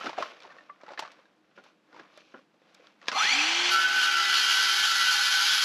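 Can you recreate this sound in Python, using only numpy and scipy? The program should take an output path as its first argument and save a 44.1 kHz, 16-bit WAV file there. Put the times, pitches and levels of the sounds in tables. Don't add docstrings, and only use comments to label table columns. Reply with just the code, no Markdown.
import sys
import numpy as np
from scipy import signal
from scipy.fft import rfft, irfft, next_fast_len
from scipy.io import wavfile
from scipy.ndimage import uniform_filter1d

SR = 44100
rng = np.random.default_rng(int(sys.argv[2]) if len(sys.argv) > 2 else 0)


def persist_wave(psi):
    counts = np.round(np.clip(psi, -1, 1) * 32767).astype(np.int16)
    wavfile.write(sys.argv[1], SR, np.atleast_2d(counts).T)


def attenuation_scalar(level_db):
    decades = np.asarray(level_db, float) / 20
    return 10 ** decades


N = 248724
TIME = np.arange(N) / SR
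NOTCH_HZ = 9020
BITE_S = 3.743


def evened(x):
    return x / np.sqrt(np.mean(x ** 2) + 1e-20)


def noise():
    return rng.standard_normal(N)


def curves(rows):
    s, *columns = np.transpose(rows)
    return [np.interp(TIME, s, c) for c in columns]


def coloured(x, points):
    f, db = np.transpose(points)
    size = next_fast_len(len(x))
    hz = np.fft.rfftfreq(size, 1 / SR)
    gain = attenuation_scalar(np.interp(np.log(hz + 1), np.log(f), db))
    return irfft(rfft(x, size) * gain, size)[:len(x)]


def split(x, hz, width_hz=300):
    size = next_fast_len(len(x))
    f = np.fft.rfftfreq(size, 1 / SR)
    slope = 1 + np.exp(np.clip(4 * (f - hz) / width_hz, -50, 50))
    low = irfft(rfft(x, size) / slope, size)[:len(x)]
    return low, x - low


def resonate(x, hz, width):
    r = np.exp(-np.pi * width / SR)
    c = r * np.cos(2 * np.pi * hz / SR)
    return 2 * (1 - r) * signal.lfilter([1, -c], [1, -2 * c, r ** 2], x)


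def resonate_twice(x, hz, width):
    return resonate(resonate(x, hz, width), hz, width)


def drift(hz):
    steps = rng.standard_normal(N // 64 + 2)
    smooth = signal.lfilter(*signal.butter(N=2, Wn=hz * 128 / SR), steps)
    return np.interp(np.arange(N) / 64, np.arange(len(steps)), evened(smooth))


def grains(per_s, spread_db):
    chance, size, sign = rng.random((N, 3)).T
    heights = attenuation_scalar(-spread_db * np.log(size + 0.00059))
    return evened((chance < per_s / SR) * heights * np.sign(sign - .5))


def with_treble(x, hz, treble_db):
    low, high = split(x, hz)
    return evened(low) + attenuation_scalar(treble_db) * evened(high)


def fade(s0, s1):
    return np.clip((TIME - s0) / (s1 - s0), 0, 1)


def swell(s, db, rise_s, fall_s):
    out = np.zeros(N)
    near = slice(max(int((s - 7 * rise_s) * SR), 0), int((s + 7 * fall_s) * SR))
    t = TIME[near]
    out[near] = attenuation_scalar(db - 10 * np.maximum((s - t) / rise_s, (t - s) / fall_s))
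    return out


def passing(hz, mode_hz, width, db):
    return attenuation_scalar(db) / (1 + (2 * (hz - mode_hz) / width) ** 2) ** 2


def depth():
    sink_s = 0.65
    return 1 - np.exp(-np.maximum(TIME - BITE_S, 0) / sink_s)


# (frequency [Hz], level [dB per Hz])
AIR = [(18, -54), (30, -41), (106, -50), (124, -17), (169, -7.5), (203, -5.5), (276, -9.5), (306, 1),
       (367, -10), (513, -11), (4050, -26), (7920, -37), (14300, -45)]


def air():
    return attenuation_scalar(-67.5 + 0.79 * drift(2.7)) * evened(coloured(noise(), AIR))


# (frequency [Hz], level [dB per Hz])
BREEZE = [(20, -13), (70, 10), (100, -3), (140, -27)]
# (time [s], level [dB])
GUSTS = [(0, -93), (.12, -86), (.36, -104), (.88, -102), (.99, -84), (1.06, -98), (1.3, -97), (1.7, -102),
         (2.2, -96), (2.6, -102), (3.4, -94), (3.69, -86), (3.95, -84), (4.05, -80), (4.3, -98), (4.5, -83),
         (4.85, -91), (5.03, -82), (5.25, -90), (5.4, -79), (5.64, -77)]


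def breeze():
    return attenuation_scalar(curves(GUSTS)[0] + 1.5 * drift(8.0)) * evened(coloured(noise(), BREEZE))


# (frequency [Hz], level [dB per Hz])
GRAVEL = [(59, -64), (100, -42), (211, -10), (307, -16), (610, -2), (943, -9.5), (1050, -0.5), (1260, -4),
          (1590, -4), (1760, -5.5), (3790, -16.5), (8890, -27), (10700, -36), (14300, -73)]
# (frequency [Hz], level [dB])
STONE_EDGE = [(5800, 0.5), (7500, -10), (9500, -18), (11500, 8)]
# (loudest time [s], level [dB], rise [s per 10 dB], fall [s per 10 dB], treble against level [dB])
SCUFFS = [(0.06, -40, .1, .07, -4), (0.205, -42, .022, .06, -3), (0.25, -44.5, .04, .09, -4),
          (0.44, -53, .09, .23, -7), (0.92, -52, .1, 0.0716, -10.5), (0.998, -56, .005, .04, 12),
          (1.02, -51, 0.0468, .14, -6), (1.53, -70, .12, .03, -6), (1.566, -63, .012, .03, 3),
          (1.584, -55, .009, .035, -8.5), (1.643, -59, .004, .03, -2), (1.665, -59, .03, 0.05, -3),
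          (1.98, -50, 0.0519, 0.0761, -9.5), (2.2, -62, 0.17, 0.13, 1), (2.36, -59, .03, .06, -9),
          (2.39, -65, .25, .035, 3), (2.69, -65, 0.07, .3, -4), (2.87, -61.5, 0.16, 0.07, -2),
          (3.03, -56, 0.02, 0.05, -4), (3.06, -58, .01, .2, -4)]


def scuffing():
    powers = np.array([swell(*row[:4]) ** 2 for row in SCUFFS]) + 1e-12
    level = np.sqrt(powers.sum(axis=0))
    treble_db = np.array(SCUFFS)[:, -1] @ powers / level ** 2
    stones = 0.5 * noise()
    for hz in np.geomspace(500, 6000, num=6):
        stones += 0.12 * evened(resonate(grains(300, 2.55), hz, 0.26 * hz))
    crunch = with_treble(coloured(coloured(stones, GRAVEL), STONE_EDGE), 2300, treble_db)
    return level * attenuation_scalar(-1.0 + drift(32.8)) * crunch * (1 - fade(3.1, 3.15))


# (time [s], level [dB])
TICKS = [(0.002, -54), (0.171, -68), (0.3, -69), (0.317, -66), (0.403, -66), (0.422, -70), (0.9955, -39),
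         (1.003, -49), (1.119, -60), (1.639, -62), (2.175, -56), (2.746, -56), (3.084, -51)]


def ticking():
    gain = sum(swell(s, db, .0006, .003) for s, db in TICKS)
    return gain * evened(resonate_twice(noise(), 6000, 5500))


def struck(hits, modes):
    out, t = np.zeros(N + 8192), np.arange(8192) / SR
    for s, db in hits:
        ring = 0
        for hz, mode_db, t60 in modes:
            luck_db = 2 * rng.standard_normal()
            ring = ring + attenuation_scalar(mode_db + luck_db - 60 * t / t60) * np.sin(2 * np.pi * hz * t)
        out[round(s * SR):][:8192] += attenuation_scalar(db) * np.minimum(t / .0008, 1) * ring
    return out[:N]


# (frequency [Hz], level [dB], time to die by 60 dB [s])
LONG_PIPE = [(264, -10, .08), (394, -9.5, 0.061), (516, -2, 0.032), (774, -9, 0.032), (1060, -6.5, .03),
             (1433, -4, 0.036), (1550, -10, 0.018), (2930, -20, 0.033)]
# (time [s], peak [dB])
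BUMPS = [(1.575, -50), (1.577, -42.5), (1.58, -48), (1.586, -43), (1.591, -51), (1.598, -52), (2.341, -40),
         (2.344, -35.5), (2.35, -39), (2.358, -43.5), (2.373, -47), (2.38, -54), (2.389, -51)]
# (frequency [Hz], level [dB], time to die by 60 dB [s])
CUT_PIECE = [(600, -14, 0.037), (900, -14, .025), (1160, 0.5, 0.092), (1500, -9, .025), (1780, -10, .05),
             (2050, -9, 0.042), (2660, -13, 0.019)]
# (time [s], peak [dB])
NUDGES = [
    (0.499, -48),
    (0.694, -48),
    (0.697, -36.5),
]
# (frequency [Hz], level [dB])
THIN = [(60, -30), (130, -9), (230, 0), (14000, 1.5)]


def pipe_bumps():
    return coloured(struck(BUMPS, LONG_PIPE) + struck(NUDGES, CUT_PIECE), THIN)


# (multiple of the ring [ratio], level [dB])
PIPE = [(0.62, -17.5), (1.001, -6), (1.448, -17), (2.3, -20)]
# (frequency [Hz], level [dB])
KNOCK_COLOUR = [(90, -6), (250, 0), (5500, 1.5), (7500, -7.5), (14000, -19)]
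# (time [s], peak [dB], ring [Hz])
TAPS = [(0.009, -27, 1320), (0.17, -39, 1560), (0.178, -23.5, 770), (0.183, -20, 684), (0.203, -26, 604),
        (0.221, -25, 1306), (0.2238, -20.5, 1066), (0.502, -39, 1800), (0.52, -43, 1560),
        (0.551, -49.5, 1490), (0.564, -44.5, 1110), (0.583, -40, 1815), (0.88, -35.5, 860),
        (0.904, -34, 567), (0.915, -36, 600), (0.873, -57, 1340), (0.9, -45, 1440), (0.974, -31, 1700),
        (0.978, -32.5, 1746), (0.981, -36, 2050), (1.048, -34.5, 1160), (1.253, -53, 1630),
        (2.616, -50, 526), (2.796, -44.5, 494)]
# (time [s], peak [dB], ring [Hz], crack
# against peak [dB], thud against peak [dB])
THUMPS = [(0.042, -30.5, 730, -7, -4), (0.059, -26.5, 745, -9, -9), (0.065, -23, 1320, -20, -16),
          (0.069, -26, 1480, -12, -8), (0.317, -44, 1480, -18, -4), (0.449, -38.5, 900, -21, -8.5),
          (0.606, -44, 1770, -23, -11), (0.833, -37, 588, -20, -16), (1.927, -46.5, 1430, -13, -4),
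          (1.943, -42, 900, -14, -11), (1.962, -38, 953, -23, -10), (1.995, -37.5, 1640, -11.5, -5),
          (2.54, -54, 599, -19, -15), (3.146, -34, 580, -34, -7)]
# (time [s], peak [dB], ring [Hz], crack against peak [dB])
CLICKS = [(0.092, -23, 900, -18.5), (0.096, -33, 600, -18), (0.129, -28, 900, -23),
          (0.2233, -24.5, 1400, -12), (0.148, -40, 1190, -19), (0.863, -39, 1330, -18),
          (1.033, -35, 900, -14), (1.057, -35, 1110, -17), (1.075, -36.5, 1160, -18),
          (0.367, -45, 1740, -13), (0.402, -43, 2400, -7), (0.421, -44, 1380, -2.5), (0.813, -51, 2270, -3),
          (0.919, -37, 920, -14), (0.991, -21, 876, -10.5), (0.994, -32, 2590, 2), (1.022, -23, 898, -26),
          (1.116, -50, 919, 3), (1.637, -49, 1400, -2.5), (2.174, -37, 600, -11.5), (2.747, -52, 2290, 1.5),
          (2.869, -48, 1380, -4), (3.014, -42, 1860, -10), (3.026, -44, 1110, -13), (3.056, -42, 1130, -9),
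          (3.068, -37, 1820, -6), (3.077, -37, 1500, -2), (3.082, -16, 1655, -2), (3.09, -28, 1160, -8),
          (3.097, -38, 1020, -18), (3.103, -38, 1100, -20), (3.115, -22, 1250, -10),
          (3.117, -20.5, 1214, -11.5), (3.123, -25, 1310, -10), (3.128, -23, 1080, -11),
          (0.299, -53, 2570, -8), (0.432, -47, 2930, -1), (0.888, -36, 810, -20),
          (0.933, -32.5, 820, -15.5)]


def knocks():
    rows = [(*row, 0.038, -27, -35) for row in TAPS]
    rows += [(*row[:3], 0.025, *row[3:]) for row in THUMPS]
    rows += [(*row[:3], 0.017, row[3], -42) for row in CLICKS]
    out, t = np.zeros(N + 4096), np.arange(4096) / SR
    slow_decay = attenuation_scalar(-60 * t / 0.096)
    crack_decay = attenuation_scalar(-60 * t / 0.0069) + attenuation_scalar(-16.0 - 60 * t / 0.1)
    for s, db, hz, t60, crack_db, thud_db in rows:
        a, b = rng.standard_normal((2, 4096))
        dying = attenuation_scalar(-60 * t / t60) + attenuation_scalar(-22.5 - 60 * t / (8.0 * t60))
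        ring = sum(attenuation_scalar(d) * dying ** (k ** .5) * np.sin(2 * np.pi * hz * k * t) for k, d in PIPE)
        ring *= 1 + .25 * evened(uniform_filter1d(a, 60))
        thud = attenuation_scalar(thud_db - 7.5) * slow_decay * evened(resonate_twice(b, 320, 280))
        crack = 1.09 * resonate(resonate(a, 3950, 3540), 3300, 3440) * crack_decay
        rattle = attenuation_scalar(-19.5) * slow_decay * evened(coloured(b, GRAVEL))
        body = np.minimum(t / 0.0009, 1) * (ring + thud)
        at = round((s + .0015) * SR)
        out[at:at + 4096] += attenuation_scalar(db + 3) * (body + attenuation_scalar(crack_db + 3) * crack + rattle)
    return coloured(out[:N], KNOCK_COLOUR)


# (time [s], speed lost [turns per s])
SAG = [
    (3.8, 0),
    (4.2, 7),
    (4.6, 12),
    (5.2, 7),
    (5.64, 6),
]


def rotor():
    switch_s, spin_up_s, free_speed, crawl = 3.127, .168, 370, 20
    free = free_speed * (1 - np.exp(-np.maximum(TIME - switch_s, 0) / spin_up_s))
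    return np.maximum(free, crawl) - curves(SAG)[0]


# (time [s], level [dB], ring [Hz])
HOUSING_BURSTS = [(3.149, -33.5, 1155), (3.165, -28.5, 1260), (3.173, -32, 817), (3.186, -36, 3500),
                  (3.255, -33.5, 845), (3.279, -42, 5909), (3.298, -39, 4250), (3.33, -36, 4616),
                  (3.385, -26.5, 2570), (3.325, -33.5, 790), (3.405, -36, 800), (3.715, -34, 4300)]


def housing_bursts(rattle):
    out = np.zeros(N)
    for s, db, hz in HOUSING_BURSTS:
        out += swell(s, db, .008, .03) * evened(resonate_twice(rattle, hz, 50 + hz / 20))
    return out


# (frequency [Hz], width [Hz], level [dB])
HANDLE = [
    (191, 33, -49),
    (293, 68, -39.5),
    (358.2, 100, -43.5),
]
# (frequency [Hz], level [dB per Hz])
SHAKE_COLOUR = [(18, -73), (30, -60), (130, -23), (273, -6), (313, -7.5), (358, -16), (409, -7.5),
                (605, -7), (750, 0), (980, -7.5), (1650, -120)]


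def handle_hum(speed, turns, rattle):
    damped_db = -9.5 * fade(BITE_S, BITE_S + 0.06) - 6 * np.maximum(TIME - BITE_S, 0)
    hum = sum(passing(speed, *mode) for mode in HANDLE) * np.sin(2 * np.pi * turns)
    hum += attenuation_scalar(5.0) * passing(speed, *HANDLE[0]) * np.sin(4 * np.pi * turns)
    hum *= attenuation_scalar(damped_db + 1.5 + 1.5 * drift(5.4)) * np.minimum(speed / 150, 1) ** 3
    shake_gain = np.minimum(speed / 160, 1) * attenuation_scalar(-47.5 - 9 * depth())
    shake = shake_gain * evened(coloured(rattle, SHAKE_COLOUR))
    return (hum + shake) * fade(3.12, 3.15)


# (frequency [Hz], level [dB per Hz])
HOUSING = [(24, -87), (40, -73), (241, -29), (316, -6), (543, -15.5), (786, -8), (1170, -5), (1290, -8),
           (1420, -3), (2970, 1), (3800, -5), (6060, -10), (8770, -25), (11200, -28), (13000, -39),
           (14300, -60)]
# (frequency [Hz], width [Hz], level [dB])
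HOUSING_MODES = [(797, 45, -12), (1310, 49, -1), (1550, 100, -5), (2078, 21, 3.5), (2340, 110, 1.5),
                 (2570, 41, -7), (2890, 22, 2), (3200, 63, -4), (3390, 135, -4), (4250, 180, -3.5),
                 (4616, 110, -8), (5040, 35, -10), (5909, 67, -2), (7000, 37, -15)]
# (multiple of turn rate [ratio], level [dB], speed where it sets in [turns per s])
POLE_ORDERS = [(9, 0, 60), (18, -5, 225), (27, -10, 212)]


def motor_roar(speed, turns, rattle):
    rung = np.zeros(N)
    for hz, width, db in HOUSING_MODES:
        mode = evened(resonate(resonate(rattle, hz, width), hz, 3 * width))
        rung += attenuation_scalar(db + 4.3 * drift(26.0)) * mode * (width / 60) ** .5
    roar = split(evened(coloured(rattle, HOUSING)) + attenuation_scalar(-5.5) * evened(rung), 700)[1]
    fan = attenuation_scalar(-4.0) * drift(326) * np.sin(2 * np.pi * POLE_ORDERS[0][0] * turns)
    roar = roar + fan * fade(3.2, 3.38)
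    roar = with_treble(roar, NOTCH_HZ, -25 - 0.0175 * speed)
    running = fade(3.113, 3.12) * (1 - fade(3.7, 3.72))
    return np.minimum(speed / 155, 1) * attenuation_scalar(-25 + 0.68 * drift(34.0)) * roar * running


# (frequency [Hz], width [Hz], level [dB])
GEAR_CASE = (3100, 560, -36)


def motor_whine(speed, turns):
    def order(k):
        return attenuation_scalar(3.2 * drift(50)) * np.sin(2 * np.pi * k * turns + .3 * drift(70))

    pole_db = -33.5 + 0.0091 * speed - 26 / (1 + np.exp((281 - speed) / 9))
    poles = np.zeros(N)
    for k, db, sets_in in POLE_ORDERS:
        poles += attenuation_scalar(db) * np.clip(speed / sets_in, 0, 1) ** 6 * order(k)
    gear_order = 13
    gear = attenuation_scalar(np.maximum(-8 - 0.2941 * speed, -52)) + passing(gear_order * speed, *GEAR_CASE)
    gear *= attenuation_scalar(1.0 - 10.0 * depth())
    whine = attenuation_scalar(pole_db) * poles + gear * order(gear_order)
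    housing = sum(resonate(whine, hz, 1.1 * width) for hz, width, db in HOUSING_MODES)
    return (0.95 * whine + 1.75 * housing) * fade(3.15, 3.175)


def motor(speed):
    turns = np.cumsum(speed) / SR
    rattle = .5 * grains(4000, 2) + .8 * noise()
    sound = motor_roar(speed, turns, rattle) + motor_whine(speed, turns)
    return sound + handle_hum(speed, turns, rattle) + housing_bursts(rattle)


# (frequency [Hz], level [dB per Hz])
TEARING = [(18, -92), (30, -52.5), (358, -32), (615, -42), (817, -14), (1060, -20.5), (1480, -2.5),
           (1820, -13), (3130, -8.5), (3560, -10), (5960, -13), (9010, -31), (10800, -24), (12900, -30),
           (14300, -58.5)]
# (frequency [Hz], width [Hz], level [dB])
PIPE_WALL = [(1560, 98, -21), (1790, 81, -3), (2290, 100, -7), (2580, 68, -3.5), (3044, 550, 4.5),
             (3370, 450, -5), (3846, 116, 7.5), (4260, 560, 1), (4650, 380, 3.5), (5050, 670, -2)]


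def tearing_plastic(bites, fizz_db):
    wall = np.zeros(N)
    for hz, width, db in PIPE_WALL:
        wall += attenuation_scalar(db + 2.1 * drift(3.5)) * resonate_twice(bites, hz, width)
    torn = split(evened(coloured(bites, TEARING)) + attenuation_scalar(-10) * evened(wall), 630)[1]
    return with_treble(torn, NOTCH_HZ, fizz_db + 2.0)


# (frequency [Hz], level [dB])
BLADE = [(818.3, -56.5), (990.5, -61.5), (1120, -59), (1652, -65.5), (1725, -49), (2196, -54), (2245, -65),
         (2315, -53), (2460, -52), (2627, -56), (2805, -46.5), (2875, -47), (3012, -48), (3155, -51),
         (3365, -45.5), (3575, -51.5), (3790, -47), (4140, -50), (4350, -44.5), (4786, -48.5), (5394, -53),
         (5771, -52), (5938, -86), (6083, -66), (6428, -51), (7020, -51.5)]


def blade_shimmer(bites):
    out = np.zeros(N)
    for hz, db in BLADE:
        width = 7 + hz / 500
        mode = resonate(resonate(bites, hz, width), hz, 47.0) / width ** .5
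        out += attenuation_scalar(db + 2.0 * drift(11.0) - hz / 1500) * mode
    return out


def singing(hz, db, bites):
    phase = 2 * np.pi * np.cumsum(hz + 0 * TIME) / SR + 0.58 * drift(9.4)
    tone = attenuation_scalar(1.6 * drift(5.5)) * np.sin(phase)
    skirt = evened(resonate_twice(bites, np.mean(hz), 32.0))
    return attenuation_scalar(db) * (tone + 0.24 * skirt)


def kicked(rows, held_db):
    kicks = sum(swell(s, db, 0.056, 0.066) ** 2 for s, db in rows)
    return np.sqrt(attenuation_scalar(2 * held_db) + kicks)


# (time [s], frequency [Hz])
LOW_BEND = [(3.74, 1347), (3.9, 1350), (4.03, 1362), (4.27, 1337), (4.4, 1350), (4.95, 1343), (5.3, 1350),
            (5.64, 1350)]
# (time [s], level [dB])
LOW_KICKS = [(3.76, -23.5), (3.89, -36), (4.07, -30), (4.19, -26), (4.36, -33), (4.49, -32.5), (4.61, -32),
             (4.7, -30.5), (4.89, -29.5), (5.02, -31.5), (5.11, -31), (5.18, -35), (5.3, -35), (5.41, -35)]
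# (time [s], level [dB])
SIDE_KICKS = [(3.75, -40), (4.15, -34), (4.22, -32.5), (4.34, -34), (4.55, -50), (4.68, -40), (4.82, -39),
              (4.96, -30.5), (5.08, -34), (5.2, -38), (5.42, -37), (5.55, -47)]
# (time [s], frequency [Hz])
SECOND_BEND = [(3.74, 1497), (3.95, 1510), (4.3, 1510), (4.5, 1525), (4.85, 1520), (5.05, 1506),
               (5.25, 1503), (5.4, 1516), (5.64, 1512)]
# (time [s], level [dB])
SECOND_KICKS = [(3.77, -27.5), (3.86, -22), (3.95, -25), (4.07, -26.5), (4.29, -35), (4.37, -46),
                (4.49, -32), (4.6, -29.5), (4.73, -31.5), (4.82, -35), (4.91, -33.5), (5.09, -29),
                (5.22, -30), (5.35, -28), (5.48, -30.5), (5.58, -34)]
# (time [s], frequency [Hz], level [dB])
THIRD = [(3.76, 1940, -47), (4.1, 1970, -42), (4.18, 1990, -36), (4.3, 1992, -34), (4.48, 1957, -38),
         (4.7, 1993, -38.5), (4.87, 1976, -43), (5.04, 1965, -30), (5.09, 2010, -46), (5.26, 1980, -33.5),
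         (5.36, 1978, -53), (5.64, 1958, -41)]
# (time [s], frequency [Hz], level [dB])
FOURTH = [(3.75, 3140, -39), (3.85, 3146, -29), (3.91, 3164, -43), (4.02, 3156, -31), (4.2, 3160, -40),
          (4.36, 3160, -42), (4.44, 3152, -23), (4.5, 3186, -35), (4.64, 3142, -45), (4.7, 3142, -28),
          (4.76, 3160, -40), (4.82, 3165, -29), (4.95, 3160, -45), (5.11, 3146, -33), (5.17, 3150, -48),
          (5.22, 3145, -42), (5.43, 3158, -31), (5.64, 3120, -44)]


def singing_blade(bites, spin):
    low_hz, second_hz = curves(LOW_BEND)[0], curves(SECOND_BEND)[0]
    low = kicked(LOW_KICKS, -54) * evened(singing(low_hz, 0, bites))
    side = kicked(SIDE_KICKS, -43.5) * evened(singing(low_hz + spin, 0, bites))
    pair = singing(second_hz, 0, bites) + singing(second_hz + spin, -26.5, bites)
    second = attenuation_scalar(0.6) * kicked(SECOND_KICKS, -37) * evened(pair)
    third = singing(*curves(THIRD), bites)
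    fourth = attenuation_scalar(-1.5) * singing(*curves(FOURTH), bites)
    return low + side + second + third + fourth


# (time [s], level [dB])
FEED = [
    (3.74, -28.5),
    (3.754, -30.5),
    (3.818, -27.5),
    (3.872, -30),
    (4.046, -24),
    (4.068, -27.5),
    (4.432, -24.5),
    (5.194, -26),
    (5.64, -24.5),
]
# (time [s], level [dB], rise [s per 10 dB], fall [s per 10 dB])
FIRST_BITE = (3.5, -22, 1.65, 0.23)
# (time [s], extra level [dB], rise [s per 10 dB], fall [s per 10 dB])
BITE_FIZZ = (3.712, 0, .02, 0.1)
# (time [s], extra level [dB])
SNAG = [(3.75, 1.5), (3.83, 2), (3.89, -2), (4.04, 3), (4.09, 0), (4.23, -1), (4.3, 1), (4.42, 3),
        (4.62, 1.5), (4.77, -1), (4.82, 1), (4.92, -2), (5.07, 1), (5.13, -3.5), (5.55, 2), (5.64, -0.5)]


def cutting(speed):
    feed_db = curves(FEED)[0] + 25
    tear = np.hypot(attenuation_scalar(-25 + 0.41 * feed_db), swell(*FIRST_BITE))
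    fizz_db = -19 + 0.45 * feed_db - 3.5 * (1 - depth()) + 5.5 * swell(*BITE_FIZZ)
    spin = 7 / 36 * speed
    turns = np.cumsum(spin) / SR
    wobble = 1 + 0.11 * np.cos(2 * np.pi * turns) + 0.17 * np.cos(6 * np.pi * turns)
    bites = wobble * (.5 * grains(5000, 1.3) + 0.58 * noise()) * attenuation_scalar(0.84 * drift(22.0))
    torn = attenuation_scalar(-0.81) * tearing_plastic(bites, fizz_db)
    dull, bright = split(torn + attenuation_scalar(-8.0) * evened(blade_shimmer(bites)), 3060)
    sound = tear * (dull + attenuation_scalar(1.63 * (fizz_db + 20.5)) * bright)
    sound += (attenuation_scalar(curves(SNAG)[0]) - 1) * resonate(sound, 2940, 400)
    return (sound + singing_blade(bites, spin)) * fade(3.695, 3.72)


def scene():
    speed = rotor() * (1 + 0.0016 * drift(9.9))
    handling = scuffing() + ticking() + pipe_bumps() + knocks()
    return np.tile(air() + handling + motor(speed) + cutting(speed), (2, 1))


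def roll_off(x):
    return signal.sosfilt(signal.butter(12, 14491, fs=SR, output="sos"), x)


def record(dry):
    mono = dry[0]
    for sharpness in (12, 30, 45):
        mono = signal.lfilter(*signal.iirnotch(NOTCH_HZ, sharpness, SR), mono)
    mono = .4 * np.tanh(mono / .4)
    mono = signal.sosfilt(signal.butter(N=4, Wn=115, btype="high", fs=SR, output="sos"), mono)
    mono = mono + breeze()
    low, high = split(mono, 11520, 470)
    turned = signal.hilbert(high, next_fast_len(N))[:N] * np.exp(1.6j * drift(130))
    other = split(turned.real, 8200)[1]
    bass_side = (attenuation_scalar(-28) * split(mono, 820, 870)[0] + attenuation_scalar(-44.0) * mono) * drift(31.0)
    first = low + attenuation_scalar(-2.0) * high + bass_side
    second = low + attenuation_scalar(1.86) * (other - 0.31 * high) - bass_side
    return roll_off(np.array([first, second]))


dry = scene()
out = record(dry)
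persist_wave(out)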